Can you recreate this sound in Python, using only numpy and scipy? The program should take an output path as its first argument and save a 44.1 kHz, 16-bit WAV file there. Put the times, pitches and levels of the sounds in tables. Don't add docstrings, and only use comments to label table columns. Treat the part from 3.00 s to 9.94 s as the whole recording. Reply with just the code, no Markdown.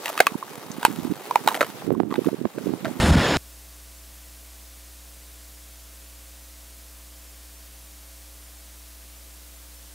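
import sys
import numpy as np
from scipy import signal
from scipy.fft import rfft, irfft
from scipy.io import wavfile
from scipy.ndimage import uniform_filter1d

SR = 44100
rng = np.random.default_rng(int(sys.argv[2]) if len(sys.argv) > 2 else 0)


def gain_from_db(level_db):
    decades = np.asarray(level_db, float) / 20
    return 10 ** decades


def store_pcm(level_fs):
    pcm = np.round(np.clip(level_fs, -1, 1) * 32767).astype(np.int16)
    wavfile.write(sys.argv[1], SR, np.atleast_2d(pcm).T)


N = 306054
TIME = np.arange(N) / SR
UNPLUG_S = 0.36956
LIVE_N = round(UNPLUG_S * SR)
LIVE_TIME = TIME[:LIVE_N]


def rms_one(x):
    return x / np.sqrt(np.mean(x ** 2) + 1e-20)


def coloured(spectrum, size):
    hz, db = np.transpose(spectrum)
    bins_hz = np.fft.rfftfreq(size, 1 / SR) + 1e-3
    gain = gain_from_db(np.interp(np.log(bins_hz), np.log(hz), db, left=-60, right=-60))
    return rms_one(irfft(rfft(rng.standard_normal(size)) * gain, size))


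def resonance(x, hz, width_hz):
    r = np.exp(-np.pi * width_hz / SR)
    return signal.lfilter([1, 0, -1], [1, -2 * r * np.cos(2 * np.pi * hz / SR), r * r], x)


def harmonics(table, hz, t):
    phases = rng.uniform(0, 2 * np.pi, len(table))
    out = np.zeros(len(t))
    for (multiple, db), phase in zip(table, phases):
        out += gain_from_db(db) * np.sqrt(2) * np.sin(2 * np.pi * multiple * hz * t + phase)
    return out


SAG_S, SAG_WIDTH_S = 0.15, 0.038


def sag(late_s):
    return np.exp(-((LIVE_TIME - SAG_S - late_s) / SAG_WIDTH_S) ** 2)


# pitch_hz, level_db (per Hz)
ROAR_SPECTRUM = [(45, -30), (70, -14), (150, -1.5), (280, -5), (450, -5), (800, -7), (1220, -10.5),
                 (1600, -9.5), (2200, -15), (3800, -16.5), (5300, -24.5), (5600, -27), (7600, -34),
                 (15900, -54)]
# pitch_hz, width_hz, level_db (rms)
CASING_MODES = [(1454, 23, -43), (1710, 240, -37.5), (5230, 290, -40), (6950, 770, -48.5)]


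def roar():
    rattle_db = 1.2 * coloured([(20, -11), (200, -10), (500, 1)], LIVE_N)
    level_db = -21 - 1.5 * sag(0) + rattle_db
    out = gain_from_db(level_db) * coloured(ROAR_SPECTRUM, LIVE_N)
    for hz, width_hz, db in CASING_MODES:
        ringing = resonance(rng.standard_normal(LIVE_N), hz, width_hz)
        out += gain_from_db(db) * rms_one(resonance(ringing, hz, width_hz))
    return out


def sizzle():
    drop = np.clip((LIVE_TIME - SAG_S) / SAG_WIDTH_S + 1, 0, 1)
    fade_db = 27 * np.maximum(LIVE_TIME - SAG_S, 0)
    spectrum = [(5500, -3), (8500, 0.5), (10500, -2.0), (12500, -15), (16000, -18)]
    return gain_from_db(-36.5 - 6 * drop - fade_db) * coloured(spectrum, LIVE_N)


ROTOR_HZ = 140.08
# multiple of rotor_hz, level_db (rms)
WHINE_TONES = [(47, -56), (48, -47.5), (49, -54), (50, -48.5), (51, -50.5)]


def whine():
    flutter_db = 2.0 * coloured([(3, 2), (30, 2), (60, -13)], LIVE_N)
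    return gain_from_db(-9 * sag(0.04) + flutter_db) * harmonics(WHINE_TONES, ROTOR_HZ, LIVE_TIME)


def machine():
    return roar() + sizzle() + whine()


# pitch_hz, level_db (per Hz)
RUMBLE_SPECTRUM = [(30, -30), (50, -8), (75, 13.5), (130, -12), (250, -0.5), (400, -27)]
# time_s, level_db
GUST_CURVE = [(0.0, -20), (0.04, -7.5), (0.076, -21.5), (0.116, -9.5), (0.156, -18.5), (0.182, -7),
              (0.22, -25), (0.28, -42), (0.36, -26)]
# peak_s, level_db (peak), swing_hz, push (1) or pull (-1)
AIR_PUFFS = [(.001, -9.5, 101, -1), (0.0308, -13, 128, -1), (0.0448, -10, 128, 1), (0.0705, -11.5, 260, 1),
             (0.087, -10, 171, 1), (0.098, -9.5, 118, 1), (0.1041, -8, 200, -1), (0.1114, -2.5, 130, 1),
             (0.1193, -8, 98, -1), (0.127, -11, 70.6, 1), (0.146, -11, 106, 1), (0.158, -4.5, 215, 1),
             (0.1733, -6.5, 122, -1), (0.187, -15, 88.5, -1), (.201, -10.5, 150, -1)]


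def buffeting():
    gust_s, gust_db = np.transpose(GUST_CURVE)
    level_db = np.interp(LIVE_TIME, gust_s, gust_db) - 6.0
    out = gain_from_db(level_db) * coloured(RUMBLE_SPECTRUM, LIVE_N)
    for peak_s, db, hz, push in AIR_PUFFS:
        turns = (LIVE_TIME - peak_s) * hz
        swings = max(0.515 + 0.03 * (db + 8), 0.2)
        out += push * gain_from_db(db) * np.cos(2 * np.pi * turns) * np.exp(-(turns / swings) ** 2)
    return signal.sosfilt(signal.butter(1, 40, "high", fs=SR, output="sos"), out)


def limiter_gain(x):
    threshold_db, cut_per_db, recover_db_s = -10, 1.5, 600
    over_db = np.maximum(20 * np.log10(np.maximum(x, 1e-9)) - threshold_db, 0)
    ramp_db = recover_db_s * TIME[:len(x)]
    held_db = np.maximum.accumulate(cut_per_db * over_db + ramp_db) - ramp_db
    return gain_from_db(-uniform_filter1d(held_db, size=60))


MAINS_HZ = 60.032
# multiple of mains_hz, level_db (rms)
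HUM_TONES = [(1, -48), (2, -70.8), (3, -69), (4, -79.5), (5, -64.9), (7, -76), (8, -83), (9, -69.1),
             (10, -84), (11, -68.5), (13, -76.5), (15, -79.2), (17, -78), (19, -78.5), (21, -85)]


def hum():
    return harmonics(HUM_TONES, MAINS_HZ, TIME)


# pitch_hz, level_db (per Hz)
HISS_SPECTRUM = [(22, -5), (40, 2), (90, -2.5), (200, -3), (600, -3), (1500, -2.5), (3000, -2),
                 (6000, -0.5), (9000, 0), (13000, -1), (16000, -2.5)]


def hiss():
    return gain_from_db(-48.5) * coloured(HISS_SPECTRUM, N)


def unplug():
    t = np.maximum(TIME - UNPLUG_S, 0)
    spike = -gain_from_db(-4) * np.exp(-t / 0.00013) * (t > 0)
    tick = gain_from_db(-9) * np.exp(-((TIME - UNPLUG_S + 5e-5) / 4e-5) ** 2)
    contact = signal.sosfilt(signal.butter(2, 10000, fs=SR, output="sos"), spike + tick)
    settle_hz, settle_db, settle_t60_s = 92, -15.5, 0.028
    settling = gain_from_db(settle_db - 60 * t / settle_t60_s) * np.sin(2 * np.pi * settle_hz * t)
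    return contact + settling


def scene():
    air = buffeting()
    line = hum() + hiss() + unplug()
    line[:LIVE_N] += air + limiter_gain(air) * machine()
    return np.array([line, line])


def split_cells(x):
    offset, hop = 835, 1024
    first_block, calm_block = 9, 16
    window = np.sin(np.pi * (np.arange(2 * hop) + 0.5) / (2 * hop))
    n = np.arange(2 * hop) + (1 + hop) / 2
    calm_blocks = (N - offset) // hop - 1 - calm_block
    draws = rng.random((round(10.5 * N / SR), 3))
    splits = [(first_block, 0, 1)]
    splits += [(int(calm_block + when * calm_blocks), where, wide) for when, where, wide in draws]
    out = x.copy()
    for block, where, wide in splits:
        start = offset + hop * block
        span = slice(start, start + 2 * hop)
        low_hz = 4200 + 10400 * where ** 1.25
        high_hz = low_hz + min(low_hz / 4.5, 1380) * (1 + wide ** 3)
        low_bin = round(low_hz * 2 * hop / SR)
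        high_bin = min(round(high_hz * 2 * hop / SR), 736)
        k = np.arange(low_bin, high_bin) + 0.5
        waves = np.sqrt(2 / hop) * window * np.cos(np.pi / hop * np.outer(k, n))
        cells = waves @ x[0, span]
        noise = rng.standard_normal((2, len(k))) * np.sqrt(np.mean(cells ** 2))
        out[:, span] += (noise - cells) @ waves
    return out


def band_limit(x):
    return signal.sosfilt(signal.butter(12, 15850, fs=SR, output="sos"), x)


def record(dry):
    ceiling, top_hz = 0.55, 15745
    spectrum = rfft(ceiling * np.tanh(dry / ceiling))
    edge = np.clip((top_hz - np.fft.rfftfreq(N, 1 / SR)) / 50 + 0.5, 0, 1)
    mix = split_cells(irfft(spectrum * edge, N))
    return band_limit(mix)


dry = scene()
out = record(dry)
store_pcm(out)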